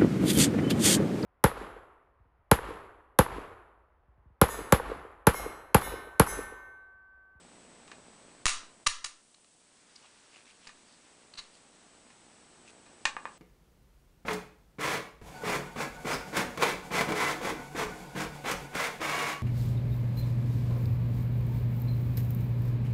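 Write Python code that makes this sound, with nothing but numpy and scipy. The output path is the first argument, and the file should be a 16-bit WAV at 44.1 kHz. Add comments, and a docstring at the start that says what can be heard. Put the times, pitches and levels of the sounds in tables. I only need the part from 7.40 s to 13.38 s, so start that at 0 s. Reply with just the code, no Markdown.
"""First comes a quiet hiss with mains buzz and a thin whine, then two faint knocks on a small film camera.
Close by, its shutter snaps and the release springs back; fingers rub the case, and the hinged back
is unlatched, swung open and clapped shut. Each contact chatters briefly, rings the metal works or
the hollow case, and echoes in a hard-walled room. The recorder turns itself down at the loud snaps
and creeps back up over seconds."""
import sys
import numpy as np
from scipy import signal
from scipy.fft import rfft, irfft
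from scipy.io import wavfile
from scipy.ndimage import uniform_filter1d, minimum_filter1d

SR = 44100
rng = np.random.default_rng(int(sys.argv[2]) if len(sys.argv) > 2 else 0)


def transcribe(signal):
    """Save signal, clipped to [-1, 1], as a 16-bit WAV file at the path in sys.argv[1]."""
    frames = np.atleast_2d(signal).T
    limited = np.clip(frames, -1, 1)
    pcm = np.round(limited * 32767).astype(np.int16)
    wavfile.write(sys.argv[1], SR, pcm)


N = 263718
SPAN = 32768  # samples set aside for one short sound
TOP_HZ = 10030  # the recorder cuts off above this
TIME = np.arange(N) / SR
AGE = TIME[:SPAN]  # seconds since a short sound began
FREQS = np.fft.rfftfreq(SPAN, 1 / SR)


def undb(db):
    """Turn decibels into a number to multiply by."""
    return 10 ** (np.asarray(db) / 20)


def along(points, hz):
    """Read between (frequency, value) points, with octaves evenly spaced."""
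    f, value = np.transpose(points)
    return np.interp(np.log(hz + 1), np.log(f), value)


def add(out, s, sound):
    """Mix a sound in, starting at s seconds."""
    start = int(s * SR)
    out[start:start + len(sound)] += sound[:len(out) - start]


def resonance(hz, width):
    """A filter that passes hz fully and fades away on both sides."""
    return 1j * FREQS * width / (hz ** 2 - FREQS ** 2 + 1j * FREQS * width)


def unit_power(response):
    """Scale a filter to an average power of 1 below TOP_HZ."""
    return response / np.sqrt(np.mean(np.abs(response[FREQS < TOP_HZ]) ** 2))


def causal(gain):
    """The quickest filter with this tone colour that never sounds before it is struck."""
    cepstrum = irfft(np.log(gain + np.finfo(float).eps))
    cepstrum[1:SPAN // 2] *= 2
    cepstrum[SPAN // 2 + 1:] = 0
    return np.exp(rfft(cepstrum))


def flatten(burst, smooth_hz):
    """The spectrum of a burst with its broad tone colour evened out, leaving the fine grain."""
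    spectrum = rfft(burst)
    power = uniform_filter1d(np.abs(spectrum) ** 2, int(smooth_hz * SPAN / SR) + 1)
    return spectrum / causal(np.sqrt(np.abs(power)))


def noise(colour):
    """Noise of strength 1, coloured by (frequency, level) points."""
    gain = undb(along(colour, np.fft.rfftfreq(N, 1 / SR)))
    x = irfft(rfft(rng.standard_normal(N)) * gain, N)
    return x / x.std()


# Tone colour of the room's low rush: f/Hz, relative level/dB
RUSH_COLOUR = [(25, -2.5), (60, -3), (130, 0), (240, 6.5), (400, 1), (800, -1), (1500, -7), (3000, -13),
               (8000, -44)]
def room_rush(level_db=-60):
    """The quiet room gives a steady, low rush."""
    return undb(level_db) * noise(RUSH_COLOUR)


# Tone colour of the buzz: f/Hz, relative level/dB
BUZZ_COLOUR = [(60, -11.5), (130, -7.5), (230, 0), (420, -1), (850, -5), (1500, -16), (4000, -34.5)]
def mains_buzz(level_db=-63, mains_hz=60, scatter_db=3):
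    """Each cycle of the mains power makes one small spike of uneven size."""
    cycles = np.arange(0, N, SR / mains_hz).astype(int)
    spikes = np.zeros(N)
    spikes[cycles] = -undb(scatter_db * rng.standard_normal(len(cycles)))
    pulse = irfft(causal(undb(along(BUZZ_COLOUR, FREQS))))
    buzz = signal.fftconvolve(spikes - spikes.mean(), pulse)[:N]
    return undb(level_db) * buzz / buzz.std()


# Tone colour of the hiss, also used for the palms: f/Hz, relative level/dB
HISS_COLOUR = [(30, -15), (500, 0), (1500, 2.5), (3000, 0), (6000, -2), (8000, -7.5), (10000, -27.5)]
def microphone_hiss(level_db=-63.5):
    """The microphone hisses steadily."""
    return undb(level_db) * noise(HISS_COLOUR)


# Tone colour of the recorder's bright hiss: f/Hz, relative level/dB
RECORDER_COLOUR = [(30, -59), (3000, 1.5), (6000, 2.5), (8500, 7.5), (10000, 4), (12000, -20)]
def recorder_noise(gain_db, hiss_db=-66.5, whine_db=-65.5, whine_hz=8018, restart_hz=31.25, follow=0.77):
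    """The electronics hiss and whine; the whine follows a share of each change in gain."""
    whine = np.sqrt(2) * np.sin(2 * np.pi * whine_hz * (TIME % (1 / restart_hz)))  # restarts make it buzz
    return noise(RECORDER_COLOUR) * undb(hiss_db) + whine * undb(whine_db + follow * gain_db)


# Time an echo takes to fade by 60 dB at a dryness of 1: f/Hz, fade time/s
ECHO_FADE = [(100, 0.24), (600, 0.56), (1200, 0.46), (2500, 0.35), (5000, 0.36), (10000, 0.24)]
def room_echo(gap_s, dryness, build_s=0.0054, early_db=3, early_s=0.0062):
    """After a gap, near surfaces answer, then the walls; the middle pitches last longest."""
    white, tail = rfft(rng.standard_normal(SPAN)), 0
    edges = np.r_[0, np.geomspace(200, SR / 2, 12)]
    for lo, hi in zip(edges, edges[1:]):
        band = irfft(white * (FREQS >= lo) * (FREQS < hi))
        tail = tail + band * np.exp(-np.log(1000) * dryness * AGE / along(ECHO_FADE, (lo + hi) / 2))
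    since = np.maximum(AGE - gap_s, 0)
    build_up = 1 - np.exp(-since / build_s)
    early_boost = undb(early_db * np.exp(-since / early_s))
    return flatten(tail * build_up * early_boost, smooth_hz=680)


# How loud the hands are as they turn the camera over: t/s, level/dB
PALM_LEVELS = [(2.2, -63.5), (2.5, -53.5), (3.4, -57), (4.4, -62), (5.6, -70.5)]
def palms(flutter_db=1.0, flutter_hz=22):
    """Palms shift on the case with a soft, uneven hiss."""
    flutter = np.interp(TIME * flutter_hz, np.arange(SPAN), rng.standard_normal(SPAN))
    level_db = np.interp(TIME, *np.transpose(PALM_LEVELS), left=-np.inf)
    return noise(HISS_COLOUR) * undb(level_db + flutter_db * flutter)


# Fingers sliding on the case: t/s, length/s, level/dB, ringing f/Hz
FINGER_RUBS = [(2.598, 0.11, -54.5, 2800), (2.607, 0.076, -52.5, 950), (2.901, 0.14, -49, 2520),
               (3.034, 0.11, -49, 2480), (3.206, 0.13, -50.5, 2800), (3.448, .12, -56, 4560),
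               (4.103, 0.088, -59, 4500), (5.245, 0.076, -55, 2580)]
def fingers(grain_db=5, width_hz=400, scrape_db=-10):
    """Skin catches and slips in tiny steps: a broad scrape that rings one note of the case."""
    out = np.zeros(N)
    for s, length, db, hz in FINGER_RUBS:
        slips = rng.standard_normal(SPAN)
        slips *= undb(grain_db * np.repeat(rng.standard_normal(SPAN // 64), 64))
        rub = irfft(rfft(slips) * (resonance(hz, width_hz) + undb(scrape_db) * resonance(hz, 2 * hz)))
        swell = np.sin(np.pi * np.minimum(AGE / length, 1))
        add(out, s, rub / rub.std() * undb(db) * swell)
    return out


# Low thumps at the sharper snaps: t/s, level/dB
LOW_THUMPS = [(1.058, -19.5), (1.473, -17.5), (1.647, -36.5), (3.272, -50), (3.984, -46.5), (5.654, -41.5)]
def thumps(swing_hz=4.4, decay_s=0.056, phase_rad=0.38, rise_s=0.0001):
    """Each low thump starts suddenly, swings slowly through zero and settles."""
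    out = np.zeros(N)
    envelope = (1 - np.exp(-AGE / rise_s)) * np.exp(-AGE / decay_s)
    swing = envelope * np.cos(2 * np.pi * swing_hz * AGE + phase_rad)
    for s, db in LOW_THUMPS:
        add(out, s, undb(db) * swing)
    return out


def body(notes, crack, ring_db, damping):
    """A struck object rings with narrow notes over a broad crack; damping widens and shortens them."""
    ring = sum(undb(2 * db) * np.abs(resonance(hz, width * damping)) ** 2 for hz, width, db in notes)
    return causal(np.sqrt(undb(2 * along(crack, FREQS)) + undb(2 * ring_db) * ring))


# Notes the case rings with: f/Hz, width before damping/Hz, relative level/dB
CASE_NOTES = [(518, 41, -9.5), (729.7, 40, -11), (1192, 26, 1.5), (1730, 153, -1), (1945, 23, -4),
              (2240, 50, -6.5), (2467, 23, 0.5), (2780, 75, -3), (3830, 40, -5.5), (4080, 42, -13),
              (4220, 30, -14), (4360, 49, -13), (5800, 43, -21), (6150, 140, -17)]
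# Tone colour of its dry crack: f/Hz, relative level/dB
CASE_COLOUR = [(60, -17), (170, -17), (260, -6.5), (380, -17), (510, -12), (620, -8), (750, 0.5), (1050, 7),
               (1400, -5), (1850, -2), (2900, -3), (3400, -2), (5000, -4), (7500, -4), (10000, -16)]
def hollow_case():
    """How the hollow plastic case answers a tap."""
    return body(CASE_NOTES, CASE_COLOUR, ring_db=11.0, damping=1.1)


# Notes the metal parts ring with: f/Hz, width before damping/Hz, relative level/dB
METAL_NOTES = [(1048, 46, -4.5), (1184, 104, -2), (1343, 53, -7), (1713, 42, -7.5), (1810, 50, -5.5),
               (2025, 66, -8), (2256, 30, -6.5), (2700, 29, -2), (2892, 60, -4), (3940, 110, -2.5),
               (4300, 48, -9), (4590, 115, -8), (5770, 210, -8), (6600, 60, -5), (6770, 65, -2.5),
               (7330, 99, -17), (8830, 70, -19), (9430, 83, -8)]
# Tone colour of their dry crack: f/Hz, relative level/dB
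METAL_COLOUR = [(60, -40.5), (520, -7), (800, -5), (1150, -2.5), (1600, 2), (2000, 4), (3300, 2.5),
                (4200, 1.5), (7000, 4), (10000, 3)]
def metal_works():
    """How the metal parts inside the camera answer a tap."""
    return body(METAL_NOTES, METAL_COLOUR, ring_db=12.0, damping=1.05)


def contact(force, response, echo, cutoff_hz, spot_hz, spot_db, bass_hz, spot_width):
    """A force rings an object and the room; softness dulls it, and the spot touched boosts one pitch."""
    # a small object sends little sound below bass_hz into the room
    walls = echo * causal(FREQS ** 2 / (FREQS ** 2 + bass_hz ** 2) + 0.0043)
    spot = 1 + (undb(spot_db) - 1) * resonance(spot_hz, spot_hz * spot_width)
    colour = response * causal(1 / np.sqrt(1 + (FREQS / cutoff_hz) ** 4))
    direct = unit_power(colour * spot) * flatten(force, smooth_hz=500)
    # the walls hear the object from all sides, which evens out its peaks and dips
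    scattered = unit_power(colour * np.sqrt(spot)) * flatten(force, smooth_hz=30)
    return irfft(direct + walls * scattered)


def blows(table, response, echo, chatter_ms, halving_db, tick_ms, bass_hz, hard_hz=10000):
    """Each blow is a tick and a dying chatter, which is shorter for stronger or duller blows."""
    out = np.zeros(N)
    for s, db, cutoff_hz, spot_hz in table:
        decay_ms = chatter_ms * 2 ** (-db / halving_db) * (cutoff_hz / hard_hz) ** 0.5
        chatter = rng.standard_normal(SPAN) * np.exp(-AGE * 1e3 / decay_ms)
        force = chatter / np.linalg.norm(chatter)
        force[0] += tick_ms / decay_ms  # the opening tick
        hit = contact(force, response, echo, cutoff_hz, spot_hz,
                      spot_db=5.5, bass_hz=bass_hz, spot_width=0.15)
        add(out, s, undb(db) * hit)
    return out


# Knocks, ending with the back clapped shut: t/s, level/dB, dull above f/Hz, boosted f/Hz
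CASE_KNOCKS = [ (0.4774, -25.5, 8000, 3520), (0.5156, -16, 7000, 1390), (3.2707, -11, 9000, 2400),
               (3.2925, -12.5, 6000, 1610), (4.7024, -24.5, 6000, 2310), (5.4622, -27.5, 6010, 2530),
               (5.6539, 8.5, 14000, 2800), (5.6580, 4.5, 5100, 1930), (5.7666, -2.5, 1470, 1110),
               (5.8545, -3, 1330, 1050)]
def knocks(echo, echo_db=-6.5):
    """Short knocks ring the hollow case."""
    return blows(CASE_KNOCKS, hollow_case(), echo * undb(echo_db),
                 chatter_ms=2.72, halving_db=19, tick_ms=0.58, bass_hz=293)


# Release lever, latch and hinge: t/s, level/dB, length/ms, dull above f/Hz, boosted f/Hz, boost/dB
METAL_SLIDES = [ (1.4620, 18.5, 12.3, 4600, 1220, 10), (1.4670, 21, 6.2, 12000, 4100, 9.5),
                (1.4715, 19.5, 6.2, 13100, 5700, 12.5), (1.6420, 11, 9.6, 12500, 4940, 9),
                (1.6520, 3.5, 20, 11000, 6500, 5), (1.9430, -16, 6.2, 6000, 4220, 13.5),
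                (2.043, -21, 6, 7000, 4300, 4), (2.5552, -10.5, 11.5, 8100, 4860, 26),
                (3.2700, -11, 8, 7000, 4850, 19), (3.9352, -14, 8.9, 3700, 4320, 20),
                (3.9520, -20, 7.2, 4300, 4450, 16), (3.971, -1, 34.4, 5600, 4220, 15.5)]
def sliding_parts(echo, echo_db=-9.5):
    """A spring slides a metal part home; it chatters in a short burst that swells and dies."""
    out = np.zeros(N)
    metal, echo = metal_works(), echo * undb(echo_db)
    for s, db, length_ms, cutoff_hz, spot_hz, spot_db in METAL_SLIDES:
        swell = np.sin(np.pi * np.minimum(AGE * 1e3 / length_ms, 1))
        force = rng.standard_normal(SPAN) * swell
        slide = contact(force, metal, echo, cutoff_hz, spot_hz, spot_db, bass_hz=450, spot_width=0.087)
        add(out, s, undb(db) * slide)
    return out


# The shutter's blows: t/s, level/dB, dull above f/Hz, boosted f/Hz
SHUTTER_BLOWS = [ (1.0560, 11.5, 12900, 1950), (1.0657, 11.5, 7800, 1200), (1.0806, 6.5, 10900, 2600),
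                 (1.0925, 4, 10000, 6700)]
def shutter(echo, echo_db=-3):
    """Four quick blows ring the metal works and blend into one snap."""
    return blows(SHUTTER_BLOWS, metal_works(), echo * undb(echo_db),
                 chatter_ms=6.3, halving_db=6.0, tick_ms=0.8, bass_hz=450)


def scene():
    """The camera and the hands holding it, over the steady background, in one channel."""
    metal_echo = room_echo(gap_s=0.0044, dryness=1.0)
    case_echo = room_echo(gap_s=0.002, dryness=1.86)
    camera = shutter(metal_echo) + sliding_parts(metal_echo) + knocks(case_echo)
    hands = fingers() + palms()
    background = room_rush() + mains_buzz() + microphone_hiss()
    return (background + hands + thumps() + camera)[None]


def auto_gain_db(x, threshold_db=-25, ratio=5.46, recovery_db_per_s=3, average_s=0.019):
    """The gain (the recorder's volume) drops just ahead of a loud snap and creeps back steadily."""
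    window = int(average_s * SR)
    heard = signal.sosfilt(signal.butter(4, [300, TOP_HZ], "bandpass", fs=SR, output="sos"), x)
    level_db = 10 * np.log10(np.maximum(uniform_filter1d(heard ** 2, window), np.finfo(float).eps))
    cut_db = np.maximum(level_db - threshold_db, 0) * (1 - 1 / ratio)
    recovered_db = recovery_db_per_s * TIME
    gain_db = recovered_db - np.maximum.accumulate(cut_db + recovered_db)
    return minimum_filter1d(gain_db, 2 * window)


def record(dry):
    """The recorder adjusts its volume, adds its own hiss and whine, and cuts the highest treble."""
    gain_db = auto_gain_db(dry[0])
    mix = dry * undb(gain_db) + recorder_noise(gain_db)
    return signal.sosfilt(signal.ellip(12, .2, 70, TOP_HZ, fs=SR, output="sos"), mix)


dry = scene()
out = record(dry)
transcribe(out)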